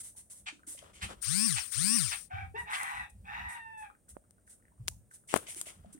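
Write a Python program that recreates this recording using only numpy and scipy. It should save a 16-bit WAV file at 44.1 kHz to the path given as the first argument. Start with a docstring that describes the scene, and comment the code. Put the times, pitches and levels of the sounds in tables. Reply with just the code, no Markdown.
"""Kittens on a woven mat

Kittens tumble in a small room: enveloped noise makes swishes and fur rubs, damped sines make soft bumps,
and short pulses make claw ticks and knocks at the microphone. A phone's vibration motor spins up and
coasts down twice, a modelled shaft turning in a rough bearing. Short noise rasps come at a near even pace.
Further off, harmonics and chopped noise give a hoarse four-note call, like a rooster's crow, that clears
as it falls."""
import sys
import numpy as np
from scipy import signal
from scipy.fft import rfft, irfft
from scipy.io import wavfile
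from scipy.ndimage import uniform_filter1d, map_coordinates

SR = 44100
rng = np.random.default_rng(int(sys.argv[2]) if len(sys.argv) > 2 else 0)


def log_audio(samples):
    """Write samples as a 16-bit WAV file to the path given in sys.argv[1]."""
    # one column per channel
    frames = np.atleast_2d(samples).T
    # limit to full scale, then quantise
    limited = np.clip(frames, -1, 1)
    pcm = np.round(limited * 32767).astype(np.int16)
    wavfile.write(sys.argv[1], SR, pcm)


N = 264143
T = np.arange(N) / SR  # time in seconds


def swishes(grain_db=0.9, catch_db=3):
    """Sliding friction: each slide or claw drag over the weave is a swell of finely uneven noise."""
    # Paws and bodies sliding. Each row: start in seconds, level in dB, length in seconds.
    slide_rows = [(0, -42, .029), (.03, -46.5, 0.085), (.161, -49.5, 0.066), (.298, -48.5, 0.062),
                  (.352, -55, 0.077), (.666, -43.5, 0.11), (.768, -58.5, 0.052), (.938, -61.5, 0.05),
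                  (1.018, -45.5, 0.061), (2.576, -58, 0.086), (2.7, -46.5, 0.23), (2.876, -59, .2),
                  (3.095, -59, .02), (3.485, -52, .095), (3.772, -59.5, 0.092), (4.085, -53, 0.046),
                  (4.465, -63.5, 0.058), (4.493, -56, 0.069), (5.105, -61.5, 0.067), (5.135, -54, 0.043),
                  (5.273, -49, 0.19), (5.478, -43.5, .076), (5.555, -43.5, 0.087), (5.657, -48, 0.06),
                  (5.925, -53, .035)]
    # Spectrum of the slides. Each row: frequency in Hz, relative level in dB.
    slide_colour = [(1180, -23.5), (2000, -17), (2380, -24), (2960, -21.5), (3770, -19), (4490, -22),
                    (6590, -9.5), (7120, -12.5), (8480, 0.5), (9330, 0), (12400, -18), (16000, -23.5)]
    # Claws dragged across the strands. Each row: start in seconds, level in dB, length in seconds.
    scrape_rows = [(.77, -57, 0.053), (.93, -59.5, 0.12), (5.285, -48.5, 0.074), (5.46, -51, 0.096),
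                   (5.555, -58.5, 0.086), (5.655, -52, 0.074)]
    # Spectrum of the claw drags. Each row: frequency in Hz, relative level in dB.
    scrape_colour = [(600, -18.5), (1600, -18), (2150, -1.5), (2700, -4), (3200, -3.5), (4000, -13.5),
                     (6000, -9.5), (9000, -7.5), (14000, -38.5)]
    slide_gain = strokes(slide_rows) * amp(grain_db * wander(500))
    slides = colour(noise(same=0.23) * slide_gain, slide_colour)
    claw_gain = strokes(scrape_rows) * amp(catch_db * wander(300))
    claws = colour(noise(same=0.34) * claw_gain, scrape_colour)
    return room(slides + claws * pan(3.0), wet_db=-5.0)


def bodies():
    """Broadband rubbing and low-frequency shaking: fur brushes by the phone, rolling bodies shake the floor."""
    # Fur brushing past the phone. Each row: start in seconds, level in dB, length in seconds.
    fur_rows = [(.66, -75, 0.13), (.81, -59, 0.14), (.93, -65, 0.51), (1.03, -53.5, 0.048),
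                (1.085, -48, 0.073), (5.325, -41, 0.08), (5.39, -58, 0.13), (5.52, -65, 0.25),
                (5.65, -65.5, 0.2), (5.82, -70.5, 0.22)]
    # Spectrum of the fur. Each row: frequency in Hz, relative level in dB.
    fur_colour = [(100, -18), (300, -1.5), (560, -4.5), (900, -6), (1300, -3.5), (2300, -14.5),
                  (3400, -11.5), (4500, -21), (9000, -18.5), (14000, -40)]
    # Bodies rolling on the floor. Each row: start in seconds, level in dB, length in seconds.
    tumble_rows = [(.39, -65, 0.13), (1.015, -44.5, .075), (1.09, -59, 0.14), (2.33, -56.5, 0.4),
                   (2.6, -55, 0.077), (2.94, -55, 0.14), (3.12, -56.5, 0.36), (3.37, -50, 0.16),
                   (4.11, -61.5, 0.1), (4.78, -55, 0.25), (4.96, -77, .07), (5.32, -60, 0.12),
                   (5.76, -60, .13)]
    # Spectrum of the shaking floor. Each row: frequency in Hz, relative level in dB.
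    tumble_colour = [(20, -37.5), (36, -9.5), (52, 3), (100, -0.5), (135, -11.5), (190, -7.5), (280, -29),
                     (600, -48)]
    # restless stirring lies under the rolls: level, unevenness and pace
    stir_db, stir_swing_db, stir_hz = -71, 4, 3.3
    fur_gain = strokes(fur_rows) * amp(2 * wander(55))
    fur = colour(noise(same=0.39) * fur_gain, fur_colour) * pan(4.2)
    shaking = strokes(tumble_rows) + amp(stir_db + stir_swing_db * wander(stir_hz))
    floor = colour(noise(same=0.97), tumble_colour) * shaking
    return ports(fur + floor)


def pats():
    """Damped oscillation: the mat gives a few swings under each paw, and toes tap faintly at random."""
    # Paws patting, dull with the pad and brighter with the toes.
    # Each row: start in seconds, envelope peak in dB, swing frequency in Hz.
    pat_rows = [(0.525, -53.5, 291), (.593, -54, 1340), (.633, -49.5, 1490), (.674, -52.5, 288),
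                (.748, -54.5, 595), (.826, -47, 630), (1.055, -50.5, 202), (1.106, -48, 510),
                (2.334, -38, 95.5), (2.419, -42.5, 89.4), (3.9, -41.5, 1280), (3.921, -62, 1290),
                (3.95, -55, 1564), (4.169, -53, 610), (4.476, -51.5, 1650), (4.531, -60, 1540),
                (4.653, -56, 1810), (4.682, -57, 1720), (4.796, -43, 119.2), (4.889, -54, 116),
                (5.112, -48, 1590), (5.414, -54, 473), (5.484, -51, 640), (5.562, -52.5, 337),
                (5.668, -48, 635), (5.846, -48.5, 660), (5.86, -48, 193), (5.947, -47.5, 285)]
    peak_swings = 1.19  # swings of the mat up to the peak of a pat
    toes_per_s, toe_db, toe_hz, toe_spread_db = 9.2, -62, 1642, -2
    toes = []
    for s in T[rng.random(N) < toes_per_s / SR]:
        level = toe_db + toe_spread_db * rng.standard_normal()
        toes.append((s, level, toe_hz * rng.uniform(0.52, 1.15)))
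    out = np.zeros(N)
    for s, db, hz in list(pat_rows) + toes:
        part = out[round(s * SR):][:SR // 4]  # a view: adding to it adds to out
        swings = hz * T[:len(part)]
        envelope = swings / peak_swings * np.exp(1 - swings / peak_swings)
        part += amp(db) * envelope * np.sin(2 * np.pi * swings)
    return room(out * pan(0), wet_db=-1.5)


def knocks():
    """Pressure pulse: a push and a pull at the nearer port; a slower push is also rounder."""
    # Knocks right at a microphone port.
    # Each row: time in seconds, level in dB, width in seconds, left minus right in dB.
    knock_rows = [(4.1682, -31, 0.00025, -31), (4.8821, -7.5, 0.000025, 55), (5.341, -5, 0.00016, 45),
                  (5.3621, -14, 0.00025, 43), (5.3639, -12.5, 0.000084, 41), (5.3668, -17, 0.00015, 34)]
    out = np.zeros((2, N))
    for s, db, width, side_db in knock_rows:
        u = (T - s) / width
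        sides = pan(side_db) / pan(abs(side_db))[0]  # the louder port has gain 1
        out += amp(db) * sides * -u * np.exp(1 - np.hypot(u, .4))
    return out


def ticks():
    """Elastic release: a strand caught by a claw snaps back with a very short decaying crackle."""
    # Claws catching on strands.
    # Each row: time in seconds, level in dB, decay time in seconds, left minus right in dB.
    tick_rows = [(2.8323, -30.5, 0.0012, -10), (4.092, -47.5, 0.00058, -6), (4.3084, -52.5, 0.00075, 13),
                 (4.8766, -32, 0.0007, -3.5), (4.8837, -20.5, 0.00017, -10), (4.8862, -17, 0.00036, -1),
                 (5.3401, -17.5, 0.00053, 13.5), (5.3582, -41, .0007, 8), (5.3592, -34.5, 0.0074, 19),
                 (5.374, -31, 0.00055, 17), (5.5468, -31, 0.00033, 9), (5.6134, -21.5, 0.0007, 4.5)]
    # Spectrum of the crackle. Each row: frequency in Hz, relative level in dB.
    tick_colour = [(300, -6.5), (1000, -8.5), (3500, -10), (5500, -7.5), (7300, -1), (8800, 6), (10500, 0),
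                   (13000, -10), (16000, -10.5)]
    gain = np.zeros((2, N))
    for s, db, decay, side_db in tick_rows:
        gain += amp(db) * pan(side_db) * (T >= s) * np.exp(-abs(T - s) / decay)
    return room(colour(np.sign(noise()) * gain, tick_colour), wet_db=-13.5)


def motor(hiss_db=-10, repeat_driven=1.0, repeat_coasting=0.52, hum_db=-4, port_lag=2.56, rib_db=3.0):
    """Rotating imbalance: an off-centre weight hums; its shaft scrapes the bearing, mostly in the left port."""
    # Hum of the weight. Each row: shaft speed in Hz, relative level in dB.
    hum_levels = [(30, -80), (75, -51), (100, -40.5), (125, -34), (165, -33), (240, -31)]
    # Bumps felt in each turn. Each row: multiple of the shaft speed, relative level in dB.
    bump_levels = [(2, -10), (3, 5), (4, 7), (5, 9.5), (6, -11), (8, 2.5), (10, -8), (12, 7), (13, -2),
                   (18, -8), (19, -6.5), (24, 4.5), (29, -9), (38, 1), (52, -4.5), (64, -3.5), (79, -0.5)]
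    # Spectrum of the rattle. Each row: frequency in Hz, relative level in dB.
    rattle_colour = [(300, -40.5), (700, -47), (1200, -19.5), (3300, -17.5), (5500, -10.5), (7300, -15.5),
                     (8100, -8), (8800, 1.5), (9500, -6), (10400, -18), (12800, -28), (15500, -22)]
    speed, driven, force = shaft()
    turns = np.cumsum(speed * (1 + 0.0011 * wander(66))) / SR
    # the case rocks, so its two ends move almost in opposition (port_lag in radians)
    swing = np.sqrt(2) * np.sin(2 * np.pi * turns - [[0], [port_lag]])
    hum = swing * amp(read(hum_levels, speed) + wander(96)) * (speed > 0)
    # the bearing's roughness lies along the angle, so its whole pattern glides with the speed
    steps, laps = 512, 256  # points in a turn, turns in the pattern
    order = np.arange(steps * laps // 2 + 1) / laps
    phases = np.exp(2j * np.pi * rng.random(len(order)))
    bumps = amp(read(bump_levels, order)) * (order > 1) * (order < 80) * phases
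    # some multiples stand out from their neighbours as fine ribs
    bumps *= amp(rib_db * rng.standard_normal(steps)[np.round(order).astype(int)])
    place = turns * steps % (steps * laps)
    exact = map_coordinates(unit(irfft(bumps * (order % 1 == 0))), [place], order=1)
    loose = map_coordinates(unit(irfft(bumps)), [place], order=1)
    # a fast, driven shaft repeats each turn; a slow or coasting one plays loosely in its bearing
    pace = speed / speed.max()
    repeat = np.clip(np.sqrt(pace) * np.where(driven > 0, repeat_driven, repeat_coasting), 0, 1)
    scrape = (np.sqrt(repeat) * exact + np.sqrt(1 - repeat) * loose) * pace
    # the brushes add a bright hiss; at speed the weight presses the shaft home once a turn
    hiss = amp(hiss_db) * np.diff(noise(), prepend=0)
    press = 1 + .5 * pace ** 2 * np.cos(2 * np.pi * turns)
    rattle = colour((scrape + hiss) * press, rattle_colour)
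    # an even local power leaves the level to the shaft's force
    rattle /= np.sqrt(uniform_filter1d(rattle ** 2, size=1500) + 1e-9)
    return hum * pan(7.7) * amp(hum_db) + rattle * force * pan(25.23)


def shaft(spin_up=.111, coast=.17, friction_hz=40):
    """Rotational inertia: speed, power and rattle gain as power spins the shaft up and friction stops it."""
    # Each row: power on in seconds, power off in seconds, free-running speed in Hz,
    # relative rattle level in dB at the greatest speed reached.
    buzz_rows = [(1.218, 1.463, 260.7, -36.5), (1.713, 1.962, 267.4, -35.5)]
    brush_db, brush_rise_s = -42.5, .018  # the brushes chatter while they pull the shaft up to speed
    speed, driven, power = np.zeros((3, N))
    for on, off, top_hz, db in buzz_rows:
        rise = top_hz * (1 - np.exp(-np.clip(T - on, 0, off - on) / spin_up))
        slowing = np.exp(-np.maximum(T - off, 0) / coast)
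        hz = np.maximum((rise + friction_hz) * slowing - friction_hz, 0)
        pace = hz / hz.max()
        powered = gate(on - brush_rise_s / 2, off - on, brush_rise_s, brush_rise_s) ** 2
        power += (amp(db) * pace) ** 2 + (amp(brush_db) * powered * (1 - pace)) ** 2
        speed, driven = np.maximum(speed, hz), driven + powered
    return speed, driven, np.sqrt(power)


def call(jitter=0.0248, rasp_hz=110, air=0.65, clean_db=-1, rough_db=1, flutter_hz=170, bright=0.41):
    """Source and filter: a high voice breaks into a rasp when the folds beat irregularly."""
    # Resonances of the animal's throat. Each row: frequency in Hz, relative level in dB.
    throat = [(250, -46.5), (560, -41.5), (690, -5), (820, 10.5), (910, -6.5), (1100, 0), (1450, 3),
              (1750, 1.5), (1920, 5.5), (2120, -3.5), (2350, 4), (2700, -4), (2950, -18.5), (3200, -11.5),
              (3500, -12), (3780, -14), (4400, -26), (6200, -25.5), (8000, -34.5)]
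    # The second note cracks to about the octave below.
    # Each row: start in seconds, length in seconds, pitch in Hz, relative level in dB.
    crack_rows = [(2.541, 0.025, 425.3, -43)]
    effort, pitch, rough = phrase()
    angle = 2 * np.pi * np.cumsum(pitch * (1 + jitter * rough ** 2 * wander(102))) / SR
    clean = sum(np.cos(k * angle) / k ** 1.2 for k in range(1, 8)) * amp(1.74 * wander(25))
    rasp = sum(np.cos(k * angle) * wander(rasp_hz) for k in range(1, 5))
    # loose tissue chops the rasp into uneven pulses
    chop = 1 + .6 * np.cos(2 * np.pi * np.cumsum(flutter_hz * (1 + .3 * wander(40))) / SR)
    breath = colour(rng.standard_normal(N) * chop, throat)
    rasp = unit(colour(rasp * chop, throat)) + air * breath
    # the hardest push sharpens the sound
    curve = np.diff(np.diff(rasp, prepend=0), prepend=0)
    rasp = rasp - bright * (effort / effort.max()) ** 2 * curve
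    tone = amp(clean_db) * np.sqrt(1 - rough) * unit(colour(clean, throat)) * pan(1.2)
    voice = tone + amp(rough_db) * rough * unit(rasp)
    crack = np.zeros(N)
    for s, length, hz, db in crack_rows:
        crack += strokes([(s, db, length)]) * np.sin(2 * np.pi * hz * T + 0.52 * wander(60))
    return room((voice * effort + crack) * pan(1.85), wet_db=1)


def phrase(waver_db=-0.17):
    """Breath control: effort, pitch and roughness as notes scoop up, sag and droop and the voice clears."""
    # Notes of the call. Each row: start in seconds, length in seconds, relative level in dB, change over
    # the note in dB, top pitch in Hz before any clearing, time to the top in seconds,
    # first roughness (0-1), last roughness (0-1).
    note_rows = [(2.297, .19, -40.5, -9, 854.8, 0.2, 0.58, 0.8),
                 (2.543, .1, -36.5, 2, 1010, 0.047, 0.19, 0.55),
                 (2.651, 0.43, -36, -5, 1035, .1, 0.93, 0.76),
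                 (3.242, .645, -39, -8, 973.5, 0.15, 0.89, 0.4)]
    # The rasp gives way to a clearer tone. Each row: start in seconds, length in seconds,
    # level change in dB, pitch change in Hz, roughness reached (0-1).
    clearing_rows = [(2.562, .06, 3.5, 0.5, 0.21), (3.405, .18, 1, 0, 0.47), (3.575, .255, -1, -22, 0.07)]
    attack_share, release_s = 0.16, 0.076  # a note swells over this share of its length, closes quickly
    scoop, sag_hz_per_s = .14, 190  # pitch starts this share below its top, then sags as the air runs out
    droop_hz, droop_s = 121.55, .12  # and droops as the note closes
    glide_s = .025  # time a clearing takes to come or go
    catch_db, catch_s = 5.5, 0.066  # a last hoarse push as the call ends
    effort, pitch, rough = np.zeros((3, N))
    for start, length, db, fade_db, top_hz, top_s, first, last in note_rows:
        age = np.clip(T - start, 0, length)
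        effort += amp(db + fade_db * age / length) * gate(start, length, attack_share * length, release_s)
        hz = top_hz * (1 - scoop * np.maximum(1 - age / top_s, 0))
        hz -= sag_hz_per_s * np.maximum(age - top_s, 0)
        hz -= droop_hz * np.maximum(1 - (length - age) / droop_s, 0) ** 2
        sounding = (T >= start) | (pitch == 0)
        pitch = np.where(sounding, hz, pitch)
        rough = np.where(sounding, first + (last - first) * age / length, rough)
    for start, length, db, hz, left in clearing_rows:
        clear = gate(start, length, glide_s, glide_s)
        effort = effort * amp(db * clear)
        pitch = pitch + hz * clear
        rough = rough + (left - rough) * clear
    end = note_rows[-1][0] + note_rows[-1][1]
    catch = gate(end - catch_s, 2 * catch_s, glide_s, release_s)
    return effort * amp(catch_db * catch + waver_db * wander(22)), pitch, np.clip(rough, 0, 1)


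def rasps(rise=0.015):
    """Exponential decay: short harsh noise bursts ring briefly in the room."""
    # Each row: start in seconds, relative level in dB, decay time in seconds.
    rasp_rows = [(0.458, -34.5, 0.0097), (1.01, -32.5, 0.016), (1.557, -29.5, 0.011), (2.107, -30, 0.013),
                 (2.725, -31.5, 0.0059)]
    # Spectrum of the bursts. Each row: frequency in Hz, relative level in dB.
    rasp_colour = [(350, -43), (620, -17.5), (780, -4), (1300, -4), (1900, 0.5), (2700, 2), (3500, -3.5),
                   (5500, -14.5), (8800, -11.5), (11000, -35.5), (16000, -53)]
    gain = np.zeros(N)
    for s, db, decay in rasp_rows:
        fall = np.exp(-np.maximum(T - s - 2 * rise, 0) / decay)
        gain += amp(db) * np.clip((T - s) / rise, 0, 1) * fall
    bursts = colour(noise(same=0.74) * gain * amp(1.4 * wander(250)), rasp_colour)
    return room(bursts * pan(1.1) * amp(-5.5), wet_db=-2.5)


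def hush():
    """Stationary noise: the steady hush of the room, partly shared by the two ports."""
    # Spectrum of the hush. Each row: frequency in Hz, relative level in dB.
    hush_colour = [(25, -17), (82, -1.5), (134, -4), (185, -3), (354, -12), (607, -13.5), (1000, -27.5),
                   (1700, -27.5), (2500, -34.5), (4600, -38), (7300, -28.5), (9000, -15.5), (11300, -36),
                   (16000, -29.5)]
    return amp(-69.5) * colour(noise(same=0.57), hush_colour)


def room(x, wet_db):
    """Reverberation: adds sparse reflections, each band dying at its own speed."""
    # Each row: frequency in Hz, time to fall by 60 dB in seconds.
    decay_times = [(150, 0.58), (1000, 0.14), (3000, 0.21), (9000, 0.29), (16000, 0.41)]
    taps = rng.standard_normal((2, SR // 2)) * (rng.random((2, SR // 2)) < .1)
    hz, t, z = signal.stft(taps, SR, nperseg=256)
    fall = amp(-60 * t / read(decay_times, hz)[:, None])
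    tail = signal.istft(z * fall, SR, nperseg=256)[1]
    tail /= np.linalg.norm(tail, axis=1, keepdims=True)
    return ports(x) + amp(wet_db) * signal.fftconvolve(x, tail, axes=1)[:, :N]


def ports(x, lag_s=0.0003882):
    """Path difference: a linear phase delays the left channel by the path between the two ports."""
    delay = np.exp(-2j * np.pi * np.fft.rfftfreq(2 * N, 1 / SR) * lag_s)
    left = irfft(rfft(x[0], 2 * N) * delay)[:N]
    return np.array([left, x[1]])


def strokes(rows):
    """Amplitude envelope: each stroke of (start s, level dB, length s) swells quickly and fades."""
    return sum(amp(db) * np.sin(np.pi * np.clip((T - s) / length, 0, 1) ** 0.55) for s, db, length in rows)


def gate(start, length, attack, release):
    """Linear envelope: attack, hold and release, from 0 to 1 and back."""
    return np.clip((T - start) / attack, 0, 1) * np.clip((start + length - T) / release, 0, 1)


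def colour(x, points):
    """Minimum-phase filtering: a causal filter of the given spectrum keeps the power of white noise."""
    log_gain = np.log(amp(read(points, abs(np.fft.fftfreq(4096, 1 / SR)))))
    taps = np.fft.ifft(np.exp(np.conj(signal.hilbert(log_gain)))).real
    return signal.oaconvolve(np.atleast_2d(x), taps[None] / np.linalg.norm(taps), axes=1)[:, :N]


def noise(same=0):
    """Partial coherence: white noise for two ports that share a part of their power."""
    same = np.clip(same, 0, 1)
    return np.sqrt(1 - same) * rng.standard_normal((2, N)) + np.sqrt(same) * rng.standard_normal(N)


def wander(hz):
    """Low-passed noise: smooth random motion up to about hz, at rms 1."""
    low_pass = 1 + (np.fft.rfftfreq(N + 1, 1 / SR) / hz) ** 4
    return unit(irfft(rfft(rng.standard_normal(N + 1)) / low_pass)[:N])


def pan(db):
    """Level difference between ears: left and right gains, positive to the left."""
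    return amp(np.array([[db], [-db]]) / 2)


def read(points, hz):
    """Logarithmic frequency scale: interpolates a table along it."""
    f, value = np.transpose(points)
    return np.interp(np.log(hz + 1), np.log(f + 1), value)


def unit(x):
    """Root-mean-square level: scales to rms 1."""
    return x / np.sqrt(np.mean(x ** 2) + 1e-20)


def amp(db):
    """Decibel scale: level to amplitude gain."""
    return 10 ** (np.asarray(db) / 20)


def scene():
    """Superposition: all sources add over the hush of the room."""
    kittens = swishes() + bodies() + pats() + knocks() + ticks()
    return kittens + motor() + call() + rasps() + hush()


def record(dry):
    """Band limiting: a linear-phase low-pass at 16.2 kHz."""
    taps = signal.firwin(511, 16200, window=("kaiser", 9), fs=SR)
    return signal.oaconvolve(dry, taps[None], "same")


dry = scene()
out = record(dry)
log_audio(out)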